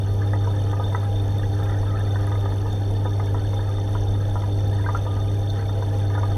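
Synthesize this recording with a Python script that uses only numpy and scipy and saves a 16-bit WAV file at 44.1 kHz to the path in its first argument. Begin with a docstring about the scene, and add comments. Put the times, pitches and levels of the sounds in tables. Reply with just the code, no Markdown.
"""An aquarium pump hums at twice the mains frequency and shakes a glass tank in a small room.
From the start water rumbles, churns and trickles beneath a fine fizz of bursting bubbles.
Large bubbles, damped oscillators of rising pitch, plop and knock the tank amid sharp ticks and pings;
one stands out near 1 s, the trickle swells at about 1.6 s, and the strongest plops crowd near 4.9 s.
Noise and swarms of damped sines, shaped by resonances, make the water; pops leave a room tail."""
import sys
import numpy as np
from scipy import signal
from scipy.fft import rfft, irfft, next_fast_len
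from scipy.io import wavfile
from scipy.ndimage import map_coordinates

SR = 44100
rng = np.random.default_rng(int(sys.argv[2]) if len(sys.argv) > 2 else 0)


def transcribe(signal):
    """Save signal, clipped to [-1, 1], as a 16-bit WAV file at the path in sys.argv[1]."""
    frames = np.atleast_2d(signal).T
    limited = np.clip(frames, -1, 1)
    pcm = np.round(limited * 32767).astype(np.int16)
    wavfile.write(sys.argv[1], SR, pcm)


N = 280917

# the largest gurgling bubbles; the three levels are relative, each part having its own common trim:
# (time [s], plop level [dB], pitch [Hz], knock level [dB], spatter level [dB])
LARGE_BUBBLES = [(0.3333, -29, 2000, -27.5, -29.5), (0.4724, -33, 1300, -29, -56),
                 (0.7307, -22, 1240, -30, -44), (0.797, -32, 1240, -27, -56),
                 (0.9462, -14, 1323, -27.5, -26), (1.0294, -26, 1340, -44, -48),
                 (1.4326, -28.5, 1940, -55, -38), (1.695, -25, 1400, -38, -40),
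                 (1.7419, -29, 1500, -40, -34.5), (2.157, -24, 1530, -35, -34.5),
                 (2.272, -29, 1660, -34, -41), (2.317, -28, 1230, -31, -36.5),
                 (2.3536, -29, 1260, -40, -38), (2.4565, -26, 1235, -32, -38),
                 (2.658, -38, 1190, -32.5, -46), (3.055, -30, 1524, -26.5, -39),
                 (3.1975, -21, 1250, -30.5, -37.5), (3.3442, -28, 1360, -31, -43),
                 (3.5918, -27, 1780, -39, -39), (3.9504, -22.5, 1414, -30, -45),
                 (4.355, -21.5, 1365, -25.5, -40), (4.4357, -31, 1690, -34.5, -44),
                 (4.7964, -32, 1410, -40, -53), (4.8408, -29, 2070, -37, -44),
                 (4.8616, -14.5, 1596, -34, -47), (4.8857, -14.5, 1210, -26.5, -50),
                 (4.9476, -10, 1386, -27, -49), (5.0644, -28, 1180, -31, -55),
                 (5.5908, -28, 1560, -46, -41), (5.691, -28, 1380, -49, -52), (5.8229, -28, 1590, -33, -47),
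                 (6.1501, -22.5, 1760, -30.5, -44), (6.176, -19, 1440, -29.5, -47),
                 (6.2314, -19, 1225, -29, -40.5)]


def amp(db):
    """Level law: decibels become a pressure ratio."""
    return 10 ** (np.asarray(db) / 20)


def unit(x):
    """Normalisation of power: scale to rms 1."""
    return x / np.sqrt(np.mean(x ** 2) + 1e-20)


def along(points, hz):
    """Interpolation of (frequency [Hz], value) points on a logarithmic frequency axis."""
    f, v = np.transpose(points)
    return np.interp(np.log(hz + 1), np.log(f + 1), v)


def wobble(rate):
    """Slow random modulation: a smooth curve through rate random knots a second."""
    knots = rng.standard_normal(int(N * rate / SR) + 4)
    return map_coordinates(knots, [np.arange(N) * rate / SR])


def filtered(x, response):
    """Linear filtering: the spectrum of x times a complex response of frequency."""
    size = next_fast_len(N + SR // 2)
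    return irfft(rfft(x, size) * response(np.fft.rfftfreq(size, 1 / SR)), size)[:N]


def noise(spectrum):
    """Coloured noise: white noise shaped by a spectral density, rms 1."""
    return unit(filtered(rng.standard_normal(N), lambda hz: amp(along(spectrum, hz))))


def resonate(x, modes, order=1):
    """Modal superposition: x through parallel resonances; order 2 gives steep flanks and deep valleys."""
    def response(f):
        total = 0
        for k, (center, width, db) in enumerate(modes):
            bell = 1j * f * width / (center * center - f * f + 1j * f * width)
            sign = (-1) ** (k * (order + 1))  # neighbours alternate in sign at order 2
            total = total + sign * amp(db) * bell ** order
        return total
    return filtered(x, response)


def add(track, s, sound):
    """Superposition: mix a sound into the track at s seconds."""
    part = track[max(round(s * SR), 0):][:len(sound)]
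    part += sound[:len(part)]


def bubble(t, hz, t60, rise, attack):
    """Damped oscillation: a sine whose frequency climbs by the share rise over t60, passing hz at t60 / 5."""
    phase = 2 * np.pi * hz * (t + rise * t * (t / t60 / 2 - 1 / 5))
    return np.sin(phase) * amp(-60 * t / t60) * (1 - np.exp(-t / attack))


def plop(t, hz, t60, swoop, opening):
    """Oscillation of a closing cavity: the pitch swoops up to hz, then rings on; peak 1."""
    closed = 1 - np.exp(-t / opening)
    phase = 2 * np.pi * hz * (t - swoop * opening * closed)
    ring = np.sin(phase) * amp(-60 * t / t60) * closed
    return ring / np.abs(ring).max()


def swarm(count, low_hz, high_hz, t60, size_db):
    """Incoherent sum of many small bubbles of random moment, pitch, life and size, rms 1."""
    t = np.arange(min(round(t60 * SR), 4000000 // count)) / SR
    start = rng.integers(0, N, (count, 1))
    hz = low_hz + (high_hz - low_hz) * rng.random((count, 1))
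    life = t60 * rng.uniform(.5, 1.5, (count, 1))
    size = amp(size_db * np.minimum(rng.exponential(size=(count, 1)), 4))
    grains = size * bubble(t, hz, life, rise=0.082, attack=life / 20)
    places = start + np.arange(len(t))
    return unit(np.bincount(places.ravel(), grains.ravel(), N)[:N])


def scattered(count, db, spread_db, low_hz, high_hz):
    """Stratified chance: (time [s], level [dB], pitch [Hz]) rows, one in each equal stretch of time."""
    when, size, pitch = rng.random((count, 3)).T
    s = (np.arange(count) + when) / count * N / SR
    return np.transpose([s, db + spread_db * (2 * size - 1), low_hz + (high_hz - low_hz) * pitch])


def pump():
    """Harmonic excitation: the magnet drive shakes the tank; overtones waver with the impeller's load."""
    # pump overtones: (multiple of the hum frequency [1], relative level [dB])
    overtones = [(1, 0.5), (2, -25.5), (3, -19), (3.5, -51), (4, -22), (5, -27), (6, -47), (7, -56),
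                 (8, -27.5)]
    hum_hz = 100
    level_db = -21.5 + 0.88 * wobble(3.39)  # slow drift of the whole hum
    phase = 2 * np.pi * hum_hz * np.arange(N) / SR + 0.14 * wobble(7)
    hum = np.zeros(N)
    for order, db in overtones:
        waver_db = (order > 1) * (1.5 * wobble(9))
        hum += amp(db + waver_db) * np.sin(order * phase + rng.uniform(0, 2 * np.pi))
    return amp(level_db) * unit(hum)


def gurgles():
    """Impulsive modal excitation: a large bubble plops, knocks the tank and sheds two smaller bubbles."""
    # modes of the knocked tank: (frequency [Hz], relative level [dB], decay time t60 [s])
    knock_modes = [(506, -12, 0.073), (658, -8, 0.03), (854, -7, 0.044), (965.4, -3.5, 0.081),
                   (973, -4.5, 0.069), (1242, -15, 0.095)]
    # lesser bubbles at random moments, with knock and spatter tied to the plop
    strays = [(s, db, hz, db - 6, db - 10)
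              for s, db, hz in scattered(count=18, db=-32, spread_db=0.5, low_hz=1190, high_hz=1425)]
    out, t = np.zeros(N), np.arange(SR // 6) / SR
    for s, db, hz, knock_db, spatter_db in list(LARGE_BUBBLES) + strays:
        ring = plop(t, hz, t60=0.067, swoop=0.38, opening=0.0014)
        knock = np.zeros(len(t))
        for mode_hz, mode_db, life in knock_modes:
            strength = amp(mode_db + 1.3 * rng.standard_normal()) * rng.choice([-1, 1])
            knock += strength * bubble(t, mode_hz, life, rise=0, attack=0.00035)
        knock /= np.abs(knock).max()
        spatter = np.zeros(len(t))
        for _ in range(2):
            spatter_hz = 1870 * np.exp(0.081 * rng.standard_normal())
            spatter += plop(t, spatter_hz, t60=0.043, swoop=0.21, opening=.0012)
        gurgle = amp(db - 11.5) * ring + amp(knock_db + 5.0) * knock + amp(spatter_db - 3.5) * spatter
        add(out, s, gurgle)
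    return out


def wash():
    """Entrainment: each listed large bubble stirs up a short decaying rush of tiny ones under the lid."""
    rise_s, t60_s = .009, 0.12
    level, t = np.zeros(N), np.arange(SR // 4) / SR
    for s, db, *_ in LARGE_BUBBLES:
        add(level, s, amp(db - 22.5 - 60 * t / t60_s) * (1 - np.exp(-t / rise_s)))
    return level * swarm(count=6000, low_hz=950, high_hz=1960, t60=.014, size_db=2.0)


def trickle():
    """Cavity resonance: clustered small bubbles murmur under the lid, room-blurred; finer droplets tinkle."""
    # how strongly small bubbles reach the surface: (time [s], relative level [dB])
    flow = [(0.0, -49), (0.55, -50.5), (0.87, -51.5), (1.19, -51.5), (1.44, -51), (1.63, -44.5),
            (2.06, -47), (2.34, -45.5), (2.62, -52.5), (3.39, -50), (3.56, -50), (4.83, -50), (5.04, -51),
            (5.36, -51), (5.94, -48.5), (6.37, -47.5)]
    # resonances of the air under the lid: (frequency [Hz], width [Hz], relative level [dB])
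    lid_modes = [(1030, 70, -9), (1218, 42, 4), (1320, 75, -1), (1390, 60, -3), (1510, 60, -7),
                 (1610, 90, -3), (1750, 140, -2), (1950, 220, -10), (2150, 130, -14)]
    flow_db = np.interp(np.arange(N) / SR, *np.transpose(flow))
    bubbles = swarm(count=2200, low_hz=990, high_hz=2118, t60=0.038, size_db=2.5)
    bubbles = bubbles + amp(-5.0) * room(bubbles)
    under_lid = unit(resonate(bubbles, lid_modes, order=2))
    murmur = unit(under_lid + amp(-12) * unit(bubbles))
    droplets = swarm(count=700, low_hz=1976, high_hz=3430, t60=0.029, size_db=4)
    cluster_db = 2.3 * wobble(14)
    return amp(flow_db - 0.5 + cluster_db) * murmur + amp(-62.5) * droplets


def lid_ring():
    """Sustained resonance: runs of like-sized bubbles, as swells of noise, keep the lid's air ringing."""
    # the lid's sharpest resonance: (frequency [Hz], width [Hz], relative level [dB])
    sharp_mode = [(1218.5, 27, 0)]
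    # runs of bubbles: (middle time [s], length [s], level [dB])
    bubble_runs = [(0.737, 0.11, -46), (2.42, 0.2, -50), (5.17, 0.25, -44)]
    t = np.arange(N) / SR
    swell = sum(amp(db) * np.exp(-np.abs(2 * (t - s) / length) ** 2) for s, length, db in bubble_runs)
    return swell * unit(resonate(rng.standard_normal(N), sharp_mode, order=2))


def fizz():
    """Broadband excitation of modes: tiny bubbles, each at its own pitch, ring the glass and rim."""
    # high resonances of the glass and rim: (frequency [Hz], width [Hz], relative level [dB])
    rim_modes = [(3230, 800, -14), (3595, 110, 0.5), (4344, 170, -8.5), (4700, 460, -31),
                 (5120, 130, -21.5), (5560, 230, -13.5), (6115, 430, -14), (8080, 320, -24.5),
                 (8570, 400, -21.5), (9660, 790, -27.5), (10400, 580, -22), (11700, 1200, -29.5),
                 (12700, 600, -32), (14000, 950, -27.5), (15800, 500, -10.5)]
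    fine = swarm(count=5500, low_hz=2510, high_hz=6850, t60=0.0048, size_db=3.5)
    finest = swarm(count=9000, low_hz=7140, high_hz=14700, t60=0.0025, size_db=3.5)
    spray = fine + amp(2.5) * finest + amp(2.5) * rng.standard_normal(N)
    return amp(-49 + 0.44 * wobble(13)) * unit(resonate(spray, rim_modes, order=2))


def ticks():
    """Transient radiation: a sharp burst is a short noise crack with a high damped ping."""
    # sharp bursts at the surface: (time [s], relative level of the ping [dB], pitch [Hz])
    sharp_bursts = [(1.2797, -35, 6400), (1.3835, -37, 13090), (1.6368, -35, 13950), (1.9952, -33, 10800),
                    (2.269, -30, 10100), (2.7288, -33, 6850), (2.9109, -34, 10160), (3.0441, -42, 9130),
                    (4.6779, -32, 14990), (4.9728, -28, 6200), (5.5029, -23, 4160)]
    faint = scattered(count=16, db=-44, spread_db=2, low_hz=5500, high_hz=13500)
    out, t = np.zeros(N), np.arange(SR // 12) / SR
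    snap = noise([(2000, -30), (5000, 9), (15000, 0)])  # (frequency [Hz], relative density [dB])
    for s, db, hz in list(sharp_bursts) + list(faint):
        crack = amp(-45.0 - 60 * t / 0.0078) * np.roll(snap, rng.integers(N))[:len(t)]
        ping = amp(db + 2) * bubble(t, hz, t60=0.0071, rise=0.044, attack=0.00099)
        add(out, s, crack + ping)
    return out


def pings():
    """Free vibration: bursts close to the rim set its main resonance ringing."""
    # the strongest bursts that catch the rim: (time [s], level [dB])
    rim_bursts = [(0.8405, -30), (1.1662, -35), (3.5674, -34), (5.4964, -33.5)]
    rim_hz = 3582
    faint = scattered(count=14, db=-39.5, spread_db=2, low_hz=rim_hz, high_hz=rim_hz)
    out, t = np.zeros(N), np.arange(SR // 8) / SR
    for s, db, *_ in list(rim_bursts) + list(faint):
        add(out, s, amp(db) * bubble(t, rim_hz, t60=0.13, rise=0, attack=0.0011))
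    return out


def churn():
    """Flow noise: the outflow churns, sloshes in the tank's resonances and glugs with mid-sized bubbles."""
    # noise of the churning water: (frequency [Hz], relative density [dB])
    churn_spectrum = [(100, -0.5), (200, -19), (280, 0), (360, 1.5), (550, 2), (720, -3.5), (1000, -9.5),
                      (1120, -46), (1400, -14.5), (1900, -28), (2400, -34), (3000, -40), (3900, -37),
                      (7400, -65)]
    # low resonances of the tank and its water: (frequency [Hz], width [Hz], relative level [dB])
    tank_modes = [(458.3, 9.8, 6.5), (525.4, 11.7, 5), (661, 13.4, 1), (806, 18, 0.5), (952, 19, -13.5)]
    churning = amp(-41.5 + .8 * wobble(11)) * noise(churn_spectrum)
    slosh = amp(-41.5 + 1.35 * wobble(14)) * unit(resonate(rng.standard_normal(N), tank_modes))
    glugs = amp(-45.5) * swarm(count=500, low_hz=350.6, high_hz=929, t60=0.056, size_db=0.0)
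    return churning + slosh + glugs


def rumble():
    """Turbulent excitation: low noise in random surges drives the booming of the stand and room."""
    # turbulence that drives the booming: (frequency [Hz], relative density [dB])
    turbulence = [(8, -26), (27, 3.5), (280, -2), (420, -20), (1000, -60)]
    # booming of the stand and room: (frequency [Hz], width [Hz], relative level [dB])
    boom_modes = [(27.2, 7.3, -0.5), (39.7, 17, 4.5), (56, 11, -5), (76.4, 5.7, 5), (105, 16, -8.5),
                  (130.8, 7.5, 0), (151.5, 6, -5), (161.3, 3, -8), (235, 30, -8.5), (283, 23, -10.5)]
    surge_db = 0.9 * wobble(8)
    return amp(-31.5 + surge_db) * unit(resonate(noise(turbulence), boom_modes))


def room(x):
    """Diffuse reverberation: a noise tail whose treble decays faster, so it dulls as it dies."""
    # reverberation of the room: (frequency [Hz], decay time t60 [s])
    decay = [(200, 0.95), (1500, 0.051), (10000, 0.015)]
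    hz, t, z = signal.stft(rng.standard_normal(SR // 3), SR, nperseg=256)
    fade = amp(-60 * t / along(decay, hz)[:, None])
    tail = signal.istft(z * fade, SR, nperseg=256)[1]
    return signal.fftconvolve(x, tail / np.linalg.norm(tail))[:N]


def scene():
    """Superposition of pump, water and bubbles, close by; only the pops gain a room tail here."""
    pops = gurgles() + wash() + ticks() + pings()
    steady = pump() + trickle() + lid_ring() + fizz() + churn() + rumble()
    return (steady + pops + amp(-12.0) * room(pops))[None]


def record(dry):
    """Interference: the microphone's port cancels narrow treble bands; a band limit removes the top."""
    # narrow dips in the treble: (frequency [Hz], width [Hz], level of the cancelling part [dB])
    port_dips = [(3950, 260, -8), (5030, 70, -6), (7420, 520, -5), (9030, 220, -10), (11130, 260, -7),
                 (14620, 320, -8)]
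    top_hz = 15400
    return np.array([filtered(x - resonate(x, port_dips), lambda hz: hz < top_hz) for x in dry])


dry = scene()
out = record(dry)
transcribe(out)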